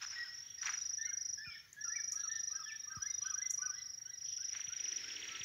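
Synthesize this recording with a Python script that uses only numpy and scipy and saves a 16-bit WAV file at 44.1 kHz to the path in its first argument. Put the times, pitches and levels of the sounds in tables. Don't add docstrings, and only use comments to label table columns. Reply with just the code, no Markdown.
import sys
import numpy as np
from scipy import signal
from scipy.fft import rfft, irfft, next_fast_len
from scipy.io import wavfile
from scipy.ndimage import map_coordinates

SR = 44100
rng = np.random.default_rng(int(sys.argv[2]) if len(sys.argv) > 2 else 0)


def materialize(psi):
    bounded = np.clip(np.atleast_2d(psi).T, -1, 1)
    quanta = np.round(bounded * 32767).astype(np.int16)
    wavfile.write(sys.argv[1], SR, quanta)


N = 240300

# f/Hz, t60/s
PASTURE_T60 = [(1000, .7), (2000, 0.61), (5500, 0.19), (12000, 0.23)]


def amp(db):
    return 10 ** (np.asarray(db) / 20)


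def unit(x):
    return x / np.sqrt(np.mean(x ** 2) + 1e-20)


def along(points, hz):
    f, values = np.transpose(points)
    return np.interp(np.log(hz + 1), np.log(f + 1), values)


def envelope(rows):
    t, db = np.transpose(rows)
    return amp(np.interp(np.arange(N) / SR, t, db, left=-120, right=-120))


def wobble(rate_hz, size):
    knots = rng.standard_normal(int(size * rate_hz / SR) + 4)
    return map_coordinates(knots, [np.arange(size) * rate_hz / SR])


def filtered(x, response):
    size = next_fast_len(N + SR // 2)
    return irfft(rfft(x, size) * response(np.fft.rfftfreq(size, 1 / SR)), size)[..., :N]


def equalised(x, curve):
    return filtered(x, lambda hz: amp(along(curve, hz)))


def noise(spectrum):
    return unit(equalised(rng.standard_normal(N), spectrum))


def add(track, at_s, sound):
    start = int(np.clip(round(at_s * SR), 0, N))
    track[start:start + len(sound)] += sound[:N - start]


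def arch(hz, climb, sag):
    return hz * np.array([1 - climb / 2 - sag, 1, 1 + climb / 2 - sag])


def glide(length_s, pitches_hz, jitter, jitter_rate_hz):
    u = np.linspace(0, 1, max(int(length_s * SR), 16))
    hz = np.polyval(np.polyfit([0, .5, 1], pitches_hz, 2), u)
    hz *= 1 + jitter * wobble(jitter_rate_hz, len(u))
    return u, 2 * np.pi * np.cumsum(hz) / SR


def gate(u, length_s, edge_s):
    return np.sin(np.pi / 2 * np.clip(np.minimum(u, 1 - u) * length_s / edge_s, 0, 1)) ** 2


def scatter(x, t60_curve, delay_s):
    hz, t, bins = signal.stft(rng.standard_normal(SR // 2), SR, nperseg=256)
    decay = amp(-60 * t / along(t60_curve, hz)[:, None])
    tail = signal.istft(bins * decay, SR, nperseg=256)[1]
    delayed = np.pad(x, (int(delay_s * SR), 0))
    return signal.fftconvolve(delayed, tail / np.linalg.norm(tail))[:N]


def air():
    # f/Hz, gain/dB
    bed_spectrum = [(25, -19), (38, -22.5), (65, -1), (125, -0.5), (200, -10.5), (500, -17.5), (900, -19.5),
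                    (1400, -15.5), (1900, -2.5), (2500, -19), (3400, -16.5), (4500, -15), (6200, -9),
                    (8000, -32), (11000, -23), (15500, -18.5)]
    rush_spectrum = [(150, -27), (280, 4.5), (380, 6.5), (550, -4), (900, -42.5)]
    # t/s, level/dB
    haze_levels = [(0, -65), (.95, -72), (1.18, -83), (2.38, -73.5), (3.3, -74), (3.95, -86), (4.75, -65.5),
                   (5.22, -58.5), (5.45, -62)]
    rush_levels = [(4.74, -95), (4.85, -73), (5.07, -69), (5.3, -68), (5.45, -75)]
    haze_spectrum = [(1200, -33), (2100, -6.5), (3300, -1.5), (4600, -7), (6500, -6.5), (8500, -40)]
    bed = amp(-67) * noise(bed_spectrum) * amp(.47 * wobble(5.33, N))
    haze = envelope(haze_levels) * noise(haze_spectrum)
    rush = envelope(rush_levels) * noise(rush_spectrum)
    hiss = amp(-82) * noise([(5000, -23), (9000, -5), (15000, -4.5)])
    return bed + haze + rush + np.array([hiss, -hiss])


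def handling(start_hz=230, end_hz=65, sink_s=.0077, rise_s=.0054, t60_s=.08):
    # t/s, level/dB
    bumps = [(1.471, -48), (2.968, -41.5), (4.675, -54), (5.405, -52)]
    thuds, t = np.zeros(N), np.arange(SR // 5) / SR
    phase = 2 * np.pi * np.cumsum(end_hz + (start_hz - end_hz) * np.exp(-t / sink_s)) / SR
    attack = 1 - np.exp(-t / rise_s)
    for at_s, db in bumps:
        add(thuds, at_s, amp(db + 3 - 60 * t / t60_s) * attack * np.sin(phase))
    return thuds


def crunch(pressure, spectrum, flicker_db):
    grit = pressure * unit(rng.standard_normal(N) * amp(flicker_db * wobble(600, N)))
    return unit(equalised(grit, spectrum)) * np.std(grit)


def underfoot(bite_db_per_s=800, stone_t60_s=.044):
    # peak t/s, level/dB, t60/s
    scuffs = [(.026, -44.5, .2), (.11, -54, 1.1), (.636, -46, .6), (.668, -41.5, .3), (.724, -47.5, .3)]
    # t/s, level/dB
    knocks = [(.027, -46), (.133, -46), (.664, -42), (.676, -39), (.684, -39), (.692, -41), (.737, -43),
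              (.914, -54.5), (2.929, -58), (4.003, -62), (4.229, -61), (4.551, -46), (4.595, -49.5)]
    rustle_levels = [(4.42, -78), (4.5, -70), (4.535, -53), (4.72, -64), (4.82, -58), (5.45, -52)]
    # f/Hz, gain/dB
    soil_spectrum = [(300, -36), (600, -23.5), (1000, -8.5), (1500, 3), (2300, -1), (3300, -6.5),
                     (4600, -9.5), (6800, -8.5), (8500, -40), (15000, -34)]
    stone_spectrum = [(300, -33), (600, -23.5), (1000, -9.5), (1550, 5.5), (2100, 4), (2800, -18.5),
                      (4600, -23), (6800, -50), (8500, -55), (15000, -52)]
    grass_spectrum = [(500, -18), (1100, -13), (1600, 1), (2100, 5), (3000, -3), (4400, -7), (6500, -8),
                      (8500, -34), (15000, -42)]
    stones, t = np.zeros(N), np.arange(N) / SR
    for at_s, db in knocks:
        add(stones, at_s, amp(db - 60 * t / stone_t60_s))
    sole = np.zeros(N)
    for peak_s, db, t60_s in scuffs:
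        below_peak_db = np.maximum(bite_db_per_s * (peak_s - t), 60 * (t - peak_s) / t60_s)
        sole = np.maximum(sole, amp(db - below_peak_db))
    return (crunch(sole, soil_spectrum, flicker_db=3.3)
            + crunch(stones, stone_spectrum, flicker_db=.7)
            + crunch(envelope(rustle_levels), grass_spectrum, flicker_db=3))


def ticks(length_s=.008):
    # t/s, level/dB
    events = [(1.731, -44.5), (2.122, -32.5), (3.508, -29)]
    flicks = np.zeros(N)
    for at_s, db in events:
        u, main = glide(length_s, (5600, 6600, 7900), jitter=.028, jitter_rate_hz=1530)
        _, upper = glide(length_s, (8000, 11500, 12800), jitter=.033, jitter_rate_hz=610)
        _, snap = glide(length_s, (8500, 9200, 9500), jitter=.096, jitter_rate_hz=14000)
        swell = amp(-130 * (u - .5) ** 2)
        flick = swell * np.sin(main) + amp(-23) * np.sin(upper) + amp(-26) * np.sin(snap)
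        add(flicks, at_s - length_s / 2, amp(db) * gate(u, length_s, edge_s=.0018) * flick)
    tail = scatter(flicks, [(6000, .22), (12000, .28)], delay_s=.003)
    return flicks + equalised(tail, [(6500, -10), (7500, -12), (8400, -3), (10000, 1), (13000, -3.5)])


def chipping_bird(start_s=4.207, count=21, length_s=.023, gap_s=.0622, hurry_s=.007, settle_notes=4.5):
    # t/s, level/dB
    effort = [(4.2, -59), (4.38, -53), (4.495, -52), (4.555, -44), (4.98, -42.5), (5.17, -37.5),
              (5.42, -36.5)]
    gaps_s = gap_s - hurry_s * np.exp(-np.arange(count - 1) / settle_notes)
    chips = np.zeros(N)
    for at_s in start_s + np.append(0, np.cumsum(gaps_s)):
        db = np.interp(at_s, *np.transpose(effort))
        u, phase = glide(length_s, (4150, 2600, 1550), jitter=.013, jitter_rate_hz=690)
        gain = amp(db - 2.5 - 31 * np.abs(u - .33)) * gate(u, length_s, edge_s=.004)
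        add(chips, at_s - .008, gain * np.sin(phase))
    return chips + amp(-8) * scatter(chips, PASTURE_T60, delay_s=.01)


def distant_birds(rasp_s=.125):
    # start t/s, length/s, f/Hz, climb/share, level/dB
    whistles = [(.578, .032, 4830, .08, -56), (.768, .032, 4700, .1, -59), (.585, .04, 2560, .3, -68),
                (.795, .035, 7100, .01, -63), (.8, .028, 3800, .09, -59.5), (1.021, .064, 4040, .16, -61),
                (2.23, .034, 4320, .1, -55), (2.464, .066, 4000, -.04, -64),
                (2.627, .065, 3300, -.16, -57.5), (2.688, .032, 2520, -.25, -48),
                (2.78, .073, 3820, -.016, -63), (3.103, .078, 3760, -.057, -60.5),
                (3.204, .076, 4150, 0, -63), (3.775, .058, 4000, -.045, -60),
                (4.247, .071, 4390, .016, -64)]
    # middle t/s, f/Hz, level/dB
    rasps = [(.479, 3300, -65.5), (1.552, 3300, -63.5), (2.235, 4100, -63.5), (2.345, 3700, -59.5),
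             (2.725, 3350, -65.5), (3.259, 3200, -65), (3.453, 3500, -66), (3.77, 3200, -69),
             (4.299, 3200, -63)]
    calls = np.zeros(N)
    for at_s, length_s, hz, climb, db in whistles:
        u, phase = glide(length_s, arch(hz, climb, sag=.012), jitter=.019, jitter_rate_hz=520)
        gain = amp(db - 2.5 + .83 * wobble(300, len(u))) * gate(u, length_s, edge_s=.0072)
        add(calls, at_s, gain * np.sin(phase))
    for at_s, hz, db in rasps:
        u, phase = glide(rasp_s, (hz, hz, hz), jitter=.09, jitter_rate_hz=1300)
        gain = amp(db + 4 * wobble(300, len(u))) * gate(u, rasp_s, edge_s=.025)
        add(calls, at_s - rasp_s / 2, gain * np.sin(phase))
    return calls + amp(-4) * scatter(calls, [(3500, .43)], delay_s=.005)


def crickets():
    # cricket, pulse rate/Hz, pulse length/s, start, middle and end f/Hz, jitter/share,
    # octave/dB, scattered sound/dB, its t60/s
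    wings = [("near", 25.2, .018, 5770, 5820, 5730, .0039, -42.5, -14.5, .061),
             ("second", 25.3, .019, 5600, 5675, 5610, .0043, -41, -11.5, .17),
             ("low", 37, .02, 5060, 5220, 5060, .012, -36, -8.5, .31),
             ("fast", 41.4, .017, 5190, 5460, 5200, .012, -38, -6.5, .29),
             ("far", 10, .04, 6000, 6200, 6100, .014, -42, -2.4, .18)]
    # cricket, first pulse t/s, last pulse t/s, level/dB
    trills = [("near", .029, .109, -40), ("near", .622, 1.336, -34.3), ("near", 1.847, 2.559, -34.4),
              ("near", 3.028, 3.703, -33.5), ("near", 4.251, 4.53, -36.2), ("near", 4.568, 4.768, -37.3),
              ("near", 4.807, 4.967, -34), ("near", 5.44, 5.48, -39), ("second", .35, 1.384, -43.5),
              ("second", 1.818, 2.961, -41.5), ("second", 3.39, 4.22, -41), ("second", 4.259, 5.44, -42),
              ("low", .02, .29, -45.5), ("low", .592, .95, -48), ("low", 1.18, 1.55, -48.5),
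              ("low", 1.85, 2.13, -48), ("low", 2.36, 2.7, -50.5), ("low", 2.73, 2.85, -57.5),
              ("low", 2.955, 3.35, -50), ("low", 3.58, 3.95, -52), ("low", 4.16, 4.215, -54),
              ("low", 4.24, 4.52, -48.5), ("low", 4.78, 5.14, -50), ("fast", .09, .405, -45.5),
              ("fast", .73, 1.02, -51), ("fast", 1.29, 1.6, -49), ("fast", 1.9, 2.17, -54),
              ("fast", 2.48, 2.7, -51), ("fast", 3.67, 3.94, -50), ("fast", 4.25, 4.52, -47),
              ("fast", 4.85, 5.16, -46), ("far", .1, 5.38, -64)]
    chorus = np.zeros(N)
    for cricket, rate_hz, length_s, *pitches_hz, jitter, octave_db, scatter_db, t60_s in wings:
        song = np.zeros(N)
        for first_s, last_s, db in [row[1:] for row in trills if row[0] == cricket]:
            for at_s in np.linspace(first_s, last_s, round((last_s - first_s) * rate_hz) + 1):
                u, phase = glide(length_s, pitches_hz, jitter, jitter_rate_hz=700)
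                phase += rng.uniform(0, 2 * np.pi)
                stroke_db = db + rng.normal(0, .46) + 1.35 * wobble(500, len(u))
                stroke = np.abs(np.sin(np.pi * u)) ** .62 * amp(stroke_db)
                tone = np.sin(phase) + amp(octave_db) * np.sin(2 * phase)
                add(song, at_s - length_s / 2, stroke * tone)
        turn_rad = 1.81 * wobble(1.996, N)
        stems = sum(share * scatter(song, [(5500, t60_s)], delay_s=.003)
                    for share in (np.cos(turn_rad), np.sin(turn_rad)))
        chorus += (song + amp(scatter_db) * stems) / np.hypot(1, amp(scatter_db))
    return chorus + amp(-19.5) * scatter(chorus, PASTURE_T60, delay_s=.02)


def yelp_part(length_s, pitches_hz, db, overtone_db, jitter, edge_s=.005):
    length_s += edge_s
    u, phase = glide(length_s, pitches_hz, jitter, jitter_rate_hz=450)
    waver_rad = .5 * wobble(500, len(u))
    odd = amp(db) * (np.sin(phase) + amp(-38) * np.sin(3 * phase + 2 * waver_rad))
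    octave = amp(overtone_db) * np.sin(2 * phase + waver_rad)
    effort = amp(3.5 - 8.2 * (u - .5) ** 2 + 1.7 * wobble(400, len(u)) + 1.2 * wobble(88, len(u)))
    return effort * gate(u, length_s, edge_s) * (odd + octave)


def seriemas():
    # bird, crest start t/s, length/s, f/Hz, climb/share,
    # levels/dB of scoop, crest, drop and overtone (None = unsung)
    yelps = [("lead", .158, .082, 1915, -.005, None, -45.5, -59.5, -66),
             ("lead", .577, .037, 1870, .03, None, -58.5, None, -72),
             ("lead", .982, .079, 1802, .054, None, -49, -59, -66),
             ("mate", 1.044, .068, 2125, .043, None, -54, -54, -69),
             ("lead", 1.377, .082, 1745, .089, None, -51.5, -58.5, -69),
             ("mate", 1.448, .106, 2380, -.125, None, -54.5, -53.5, -68),
             ("lead", 1.766, .082, 1715, .08, None, -54, -54.5, -73),
             ("mate", 1.953, .032, 2300, -.05, -50, -51, -49.5, -72),
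             ("lead", 2.167, .066, 1655, .045, -63, -58, -54.5, -74),
             ("mate", 2.29, .103, 1825, .01, None, -50.5, None, -78),
             ("lead", 2.538, .053, 1590, .06, -64, -57.5, -54, -73),
             ("mate", 2.66, .102, 1775, .026, None, -51.5, None, -68),
             ("lead", 2.903, .045, 1580, .022, -62, -53, -54, -77),
             ("mate", 3.069, .049, 2100, 0, -54.5, -57.5, None, -65),
             ("lead", 3.25, .058, 1548, .033, -61.5, -52, -55.5, -70),
             ("mate", 3.417, .049, 2048, .013, -54.5, -53.5, None, -69),
             ("lead", 3.621, .046, 1504, .027, -60.5, -49.5, -57.5, -70),
             ("mate", 3.76, .064, 1990, .04, -61, -62, None, -76),
             ("mate", 4.108, .059, 1965, -.01, -65.5, -65, None, -66),
             ("mate", 4.443, .052, 1940, .013, -64.5, -67, None, -68),
             ("mate", 4.75, .036, 1875, -.01, -61, -67, None, -65),
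             ("mate", 5.096, .03, 1980, 0, -59.5, -68, None, -68),
             ("lead", 5.297, .076, 1328, 0, None, -59.5, None, -61)]
    scoops = {"lead": (.035, .07, .742, .795, .842), "mate": (.058, .06, .725, .782, .868)}
    drops = {"lead": (.04, .852, .812, .755), "mate": (.022, .79, .76, .73)}
    sags = {"lead": .007, "mate": .03}
    onset_s = .0025
    voice = np.zeros(N)
    for bird, at_s, crest_s, hz, climb, scoop_db, crest_db, drop_db, overtone_db in yelps:
        start_s = at_s - onset_s
        crest = yelp_part(crest_s, arch(hz, climb, sags[bird]), crest_db, overtone_db - 2.5, jitter=.012)
        add(voice, start_s, crest)
        if scoop_db is not None:
            ahead_s, scoop_s, *ratios = scoops[bird]
            scoop = yelp_part(scoop_s, hz * np.array(ratios), scoop_db, overtone_db - 4.5, jitter=.021)
            add(voice, start_s - ahead_s, scoop)
        if drop_db is not None:
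            drop_s, *ratios = drops[bird]
            drop = yelp_part(drop_s, hz * np.array(ratios), drop_db, overtone_db, jitter=.016)
            add(voice, start_s + crest_s, drop)
    voice = equalised(voice, [(2600, 0), (4100, -2.5), (4700, -16)])
    grass = scatter(voice, [(2000, .28)], delay_s=.004)
    pasture = scatter(voice, PASTURE_T60, delay_s=.02)
    trees = scatter(voice, [(2000, .097)], delay_s=.168)
    return voice + amp(-14) * grass + amp(-12.5) * pasture + amp(-20) * trees


def scene():
    animals = seriemas() + crickets() + chipping_bird() + distant_birds()
    return animals + ticks() + underfoot() + handling() + air()


def record(dry):
    return filtered(dry, lambda hz: hz < 15750)


dry = scene()
out = record(dry)
materialize(out)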